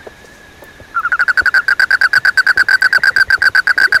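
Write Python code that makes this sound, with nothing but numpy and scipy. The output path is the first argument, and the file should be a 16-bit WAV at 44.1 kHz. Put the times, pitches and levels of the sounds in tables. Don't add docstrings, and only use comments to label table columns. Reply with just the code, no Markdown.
import sys
import numpy as np
from scipy import signal
from scipy.fft import rfft, irfft
from scipy.io import wavfile
from scipy.ndimage import uniform_filter1d

SR = 44100
rng = np.random.default_rng(int(sys.argv[2]) if len(sys.argv) > 2 else 0)


def file_out(sig):
    cols = np.atleast_2d(sig).T
    lim = np.clip(cols, -1, 1)
    pcm = np.round(lim * 32767).astype(np.int16)
    wavfile.write(sys.argv[1], SR, pcm)


N = 176400
T = np.arange(N) / SR
BIN_HZ = np.maximum(np.fft.rfftfreq(N, 1 / SR), 1)
SIDE = np.array([[1], [-1]])


def undb(db):
    return 10 ** (np.asarray(db) / 20)


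def unit(x):
    return x / np.sqrt(np.mean(x ** 2))


def curve(rows, col, at=T):
    rows = np.array(rows)
    return np.interp(at, rows[:, 0], rows[:, col])


def add(out, start, x):
    i = max(int(start * SR), 0)
    out[i:i + len(x)] += x[:max(N - i, 0)]


def noise(spectrum):
    hz, db = np.array(spectrum).T
    gain = undb(np.interp(np.log(BIN_HZ), np.log(hz), db))
    return unit(irfft(rfft(rng.standard_normal(N)) * gain, N))


def band(hz, width_hz):
    detuning = (BIN_HZ ** 2 - hz ** 2) / (BIN_HZ * width_hz)
    return unit(irfft(rfft(rng.standard_normal(N)) / (1 + detuning ** 2), N))


def wander(rate_hz):
    hold = max(int(SR / rate_hz), 1)
    steps = np.repeat(rng.standard_normal(N // hold + 1), hold)
    return unit(uniform_filter1d(steps, hold)[:N])


def swell(t, peak_s, shape=1):
    u = np.maximum(t, 0) / peak_s
    return (u * np.exp(1 - u)) ** shape


def phase(hz):
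    return 2 * np.pi * np.cumsum(hz) / SR


# frequency_hz, relative_db
AIR_SPECTRUM = [(25, -5), (65, 2), (130, -2.5), (250, -4.5), (400, -4), (750, -8), (1300, -10.5),
                (2300, -8), (3100, -14), (3750, -15.5), (4400, -20), (6500, -22), (8000, -27.5),
                (10500, -29.5), (13500, -30), (16000, -50)]
def hiss():
    middle = undb(-39 + 0.18 * wander(14)) * noise(AIR_SPECTRUM)
    return middle + undb(-77) * band(7000, 14000) * SIDE


def far_bird(note_s=0.05, notes_per_s=22, top_hz=4020, fall_hz=450):
    out, t = np.zeros(N), T[:int(note_s * SR)]
    waver = 1 + 0.019 * wander(500)
    for k, (late, size, detune) in enumerate(rng.standard_normal((120, 3))):
        pitch = top_hz * (1 + 0.0193 * detune) - fall_hz * t / note_s
        pitch *= np.roll(waver, k * len(t))[:len(t)]
        note = np.sin(np.pi * t / note_s) * np.sin(phase(pitch))
        add(out, (k + 0.2 * late) / notes_per_s, undb(-50 + 2 * size) * note)
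    return out


# time_s, level_db
TRILL_CONTOUR = [(0, -40.5), (1.3, -38), (1.8, -42.5), (2.25, -36.5), (2.7, -40), (3.4, -53)]
def distant_trill(pitch_hz=1697, waver_hz=20):
    level_db = curve(TRILL_CONTOUR, 1) + 2 * wander(21) + 2.5 * wander(150)
    pitch = pitch_hz + waver_hz * (wander(30) + 2 * wander(300))
    return undb(level_db) * np.sin(phase(pitch))


# time_s, pitch_hz, level_db
HOOT_GLIDE = [(3.875, 400, -28), (3.89, 399, -28.5), (3.93, 457, -39), (3.97, 620, -31), (4.0, 647, -39)]
def hoot():
    level_db = curve(HOOT_GLIDE, 2) + 4 * wander(90)
    pitch = curve(HOOT_GLIDE, 1) * (1 + 0.11 * wander(200))
    return undb(level_db) * np.sin(phase(pitch)) * (T > HOOT_GLIDE[0][0])


# start_s, level_db
LEAF_TICKS = [(.639, -28), (0.9963, -32), (2.811, -26)]
def leaves(rustle_at_s=0.32, spread_s=0.12):
    envelope = np.exp(-((T - rustle_at_s) / spread_s) ** 2)
    out = undb(-52 + 4.3 * wander(53)) * envelope * band(5800, 4400)
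    t = T[:SR // 10]
    for start, db in LEAF_TICKS:
        add(out, start, undb(db) * band(12800, 14000)[:len(t)] * swell(t, peak_s=0.00062))
    return out


# start_s, knock_db, knock_hz, thud_db, thud_hz
IMPACTS = [(0.067, -15.5, 440, -41, 107), (0.242, -25, 440, -42, 80), (.621, -21, 483, -58, 80),
           (0.8, -23, 354, -27, 85), (1.41, -17, 403, -22.5, 71), (2.168, -19, 238, -25.5, 122),
           (2.561, -22, 337, -25, 82.4), (2.626, -24.5, 430, -35, 109), (2.978, -16.5, 410, -33, 142),
           (3.103, -23.5, 454, -35, 90), (3.17, -22.5, 423, -28, 96), (3.272, -28, 480, -24.5, 76),
           (3.376, -25, 407, -28.5, 81.5), (3.484, -26, 490, -30, 91), (3.767, -23, 437, -36, 89.5),
           (3.811, -15.5, 378, -37, 90), (3.936, -23.5, 403, -24, 78.4)]
def handling_bumps(thud_lag_s=0.01):
    out, t = np.zeros(N), T[:SR // 10]
    for start, knock_db, knock_hz, thud_db, thud_hz in IMPACTS:
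        knock = band(knock_hz, width_hz=knock_hz)[:len(t)] * swell(t, peak_s=0.0048)
        thud = swell(t, peak_s=0.0062) * np.sin(2 * np.pi * thud_hz * t)
        add(out, start, undb(knock_db) * knock / np.abs(knock).max())
        add(out, start + thud_lag_s, undb(thud_db) * thud)
    return out


# start_s, length_s, pitch_hz, level_db
PURR_RUNS = [(1.608, .045, 1660, -24.5), (1.96, .018, 1710, -21.5), (2.304, .013, 1710, -24),
             (2.417, .02, 1880, -27), (2.521, .02, 1830, -25.5), (2.766, .038, 1920, -27),
             (2.876, .05, 1900, -24.5), (2.996, .014, 1900, -24), (3.022, .013, 1930, -19.5),
             (3.116, .04, 1870, -26.5), (3.282, .018, 1880, -24.5), (3.407, .012, 1900, -23),
             (3.722, .028, 1950, -27), (3.869, .018, 1920, -23), (3.983, .019, 1960, -22.5)]
def purrs(pulses_per_s=180):
    out, t = np.zeros(N), T[:SR // 50]
    for start, length, hz, db in PURR_RUNS:
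        chance = rng.standard_normal((16, 4))[:round(length * pulses_per_s)]
        for k, (late, size, detune, offset) in enumerate(chance):
            ring = np.sin(2 * np.pi * (hz * (1 + 0.016 * detune) * t + offset))
            pulse = undb(db + 1.5 * size) * swell(t, peak_s=0.0015) * ring
            add(out, start + (k + 0.18 * late) / pulses_per_s, pulse)
    return out


# start_s, level_db
CLOSING_PEEPS = [(2.067, -11), (3.356, -14)]
def peeps(pitch_hz=1356, length_s=0.0084):
    out, t = np.zeros(N, complex), T[:int(length_s * SR)]
    for start, db in CLOSING_PEEPS:
        add(out, start, undb(db) * np.sin(np.pi * t / length_s) * np.exp(2j * np.pi * pitch_hz * t))
    return out


# time_s, spacing_s, rise_s
PULSE_TIMING = [(1.0, .006, 0.002), (1.2, 0.0068, 0.0017), (1.55, 0.0074, 0.0022), (1.85, 0.0065, 0.0022),
                (2.4, .006, 0.0021), (3.9, 0.0061, 0.0021)]
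# frequency_hz, relative_db, rise_s
BODY_MODES = [(641, -27.5, 0.0012), (810, -24, 0.0017), (1978, -20.5, 0.0014)]
def throat_pulses(t, start, count, whistle_follows, choke_s=0.0035, flick_hz=202, flick_s=0.00062):
    spacing, rise = curve(PULSE_TIMING, 1, start), curve(PULSE_TIMING, 2, start)
    late, slip, size = rng.standard_normal((10, 3))[:count].T
    onsets = np.append(0, np.cumsum(spacing * 0.93 ** np.arange(count)))
    onsets[1:] += 0.00022 * late
    slip_rad = 1.97 * np.cumsum((slip * 0.97 ** np.arange(count))[::-1])[::-1]
    envelope, body = 0, 0
    for k in range(count):
        age = np.maximum(t - onsets[k], 0)
        pulse = swell(age, rise, shape=1.266) * undb(1.05 * size[k])
        if k < count - 1 or whistle_follows:
            pulse *= np.exp(-(np.maximum(t - onsets[k + 1], 0) / choke_s) ** 2)
        flick_rad = -2 * np.pi * flick_hz * flick_s * np.exp(-age / flick_s)
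        envelope += pulse * np.exp(1j * (slip_rad[k] + flick_rad))
        for hz, db, mode_rise in BODY_MODES:
            body += undb(db) * swell(age, mode_rise, shape=0.92) * np.exp(2j * np.pi * hz * age)
    return envelope, body, onsets[-1]


# start_s, pulse_count, level_db
STUTTER_RUNS = [(1.6815, 2, 2), (1.7953, 2, 4), (1.906, 2, 2), (2.0127, 2, 3.5), (2.132, 2, 2.5),
                (2.2498, 2, 3.5), (2.466, 2, 2.5), (2.5735, 2, 3), (2.6851, 2, 2.5), (2.7076, 2, 3),
                (2.8197, 2, 3.5), (2.9267, 2, 2.5), (3.0343, 2, 4), (3.0557, 1, 3), (3.1622, 2, 3.5),
                (3.1832, 1, 2), (3.3021, 2, 2.5), (3.4191, 2, 2), (3.4401, 1, 3.5), (3.5494, 3, 2.5),
                (3.671, 2, 2.5), (3.7769, 2, 2.5), (3.8007, 1, 3.5), (3.8136, 2, 3.5), (3.9232, 2, 3.5)]
def stutters(pitch_hz=1565.5):
    out, t = np.zeros(N, complex), T[:SR // 25]
    for start, count, db in STUTTER_RUNS:
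        envelope, body, _ = throat_pulses(t, start, count, whistle_follows=False)
        add(out, start, undb(db) * (envelope * np.exp(2j * np.pi * pitch_hz * t) + body))
    return out


# start_s, length_s, pulse_count, pitch_hz, pulse_db, whistle_db, release_s
CHIRP_NOTES = [(0.945, 0.07, 3, 1397, -17.5, -7, 0.017), (1.032, 0.052, 3, 1452, -16.5, -4.5, 0.017),
               (1.119, 0.045, 2, 1509, -2, -1, 0.025), (1.1932, 0.047, 4, 1529, -1, 0.5, 0.016),
               (1.2804, 0.038, 3, 1539, 0, 2, 0.012), (1.3739, 0.037, 3, 1545, 2, 2, 0.0077),
               (1.4574, 0.038, 3, 1561, 1.5, 3, 0.012), (1.541, 0.066, 7, 1547, 1, -0.5, 0.013),
               (1.7053, 0.032, 3, 1564, 2, 2.5, 0.011), (1.819, 0.029, 3, 1588, 3.5, 5, 0.01),
               (1.9276, 0.032, 3, 1603, 3, 6.5, 0.015), (2.034, 0.034, 2, 1580, 4, 4, 0.012),
               (2.154, 0.032, 3, 1596, 3.5, 6, 0.01), (2.2704, .031, 3, 1580, 3, 4.5, 0.01),
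               (2.3741, 0.039, 4, 1568, 3.5, 3.5, 0.0085), (2.486, .034, 3, 1585, 3, 5.5, 0.012),
               (2.5932, 0.033, 3, 1578, 3.5, 4, 0.0078), (2.7289, 0.031, 2, 1584, 4.5, 3, 0.0036),
               (2.8417, 0.032, 3, 1581, 3.5, 3.5, 0.0074), (2.9479, 0.031, 2, 1570, 3, 3.5, 0.0093),
               (3.0699, 0.031, 3, 1577, 3.5, 4, 0.0076), (3.1985, 0.031, 1, 1579, 2.5, 3, 0.0031),
               (3.324, 0.032, 3, 1580, 2.5, 4, 0.01), (3.4534, .033, 3, 1571, 4, 4, 0.0053),
               (3.574, 0.029, 2, 1576, 3, 3.5, 0.006), (3.6923, 0.029, 2, 1587, 2.5, 5, 0.012),
               (3.833, 0.031, 2, 1575, 4.5, 3, 0.0048), (3.9436, 0.031, 2, 1585, 4, 4.5, 0.0069)]
def chirps(droop_hz=94.6, sag_hz=199, attack_s=0.00056, resonance_hz=2650, half_width_hz=310):
    out = np.zeros(N, complex)
    waver, roughness = 1 + 0.0039 * wander(300), undb(3.5 * wander(350))
    for start, length, count, hz, pulse_db, whistle_db, release in CHIRP_NOTES:
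        t = T[:int(length * SR)]
        span = int(start * SR) + np.arange(len(t))
        pressure = 1 - np.exp(-(length - t) / release)
        droop = droop_hz * (0.14 - (t / length) ** 2)
        pitch = (hz + droop - sag_hz * (1 - pressure) ** 1.48) * waver[span]
        tone = np.exp(1j * phase(pitch))
        opening, body, pulses_end = throat_pulses(t, start, count, whistle_follows=True)
        attack = 1 - np.exp(-np.maximum(t - pulses_end, 0) / attack_s)
        whistle = undb(whistle_db) * pressure * attack
        resonance = 1 / (1 + ((2 * pitch - resonance_hz) / half_width_hz) ** 2)
        octave = undb(-22.5) * np.sqrt(whistle) * (1 - pressure) * roughness[span] * resonance
        add(out, start, undb(pulse_db) * (opening * tone + body) + whistle * tone + octave * tone ** 2)
    return out


# frequency_hz, relative_db
FIZZ_SPECTRUM = [(300, -21), (900, -14), (2000, -31), (3200, 1), (5000, 18.5), (8000, 7), (12000, 2),
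                 (16000, -18)]
def fizz(call):
    grit = noise(FIZZ_SPECTRUM) + undb(-13) * band(4980, 12000) * SIDE
    return undb(-37) * np.abs(call) ** 2 * grit


def toad(jitter_rad=0.04):
    return (chirps() + stutters() + peeps()) * np.exp(1j * jitter_rad * wander(900))


def scene(yard_db=-18.5, yard_t60_s=0.072):
    call = toad()
    close = call.imag + fizz(call)
    t = T[:SR // 3]
    tail = rng.standard_normal(len(t)) * 1000 ** (-t / yard_t60_s)
    yard = undb(yard_db) * signal.fftconvolve(call.imag, tail / np.linalg.norm(tail))[:N]
    faint = purrs() + handling_bumps() + leaves() + hoot() + distant_trill() + far_bird() + hiss()
    return close + yard + faint


def smear(x, above_hz=9000, t60_s=0.089):
    t = T[:SR // 12]
    mid, side = rng.standard_normal((2, len(t))) * 1000 ** (-t / t60_s)
    tails = (mid + undb(-9.5) * side * SIDE) / np.linalg.norm(mid)
    treble = signal.sosfilt(signal.butter(2, above_hz, "high", fs=SR, output="sos"), x)
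    return x + undb(-5) * signal.fftconvolve(treble, tails, axes=1)[:, :N]


# frequency_hz, gain_db
MIC_RESPONSE = [(1600, -1.5), (2100, -3.5), (2550, -6), (3300, -3), (4700, -1.5), (8000, -2), (11000, -3),
                (14000, -2), (16000, -5)]
def record(dry, clip_db=-3, knee=30, top_hz=15900):
    oversampled = signal.resample_poly(dry, 2, 1, axis=1)
    clipped = oversampled / (1 + np.abs(oversampled / undb(clip_db)) ** knee) ** (1 / knee)
    smeared = smear(signal.resample_poly(clipped, 1, 2, axis=1))
    coloured = irfft(rfft(smeared) * undb(curve(MIC_RESPONSE, 1, BIN_HZ)), N)
    return signal.sosfiltfilt(signal.ellip(8, 0.1, 60, top_hz, fs=SR, output="sos"), coloured)


dry = scene()
out = record(dry)
file_out(out)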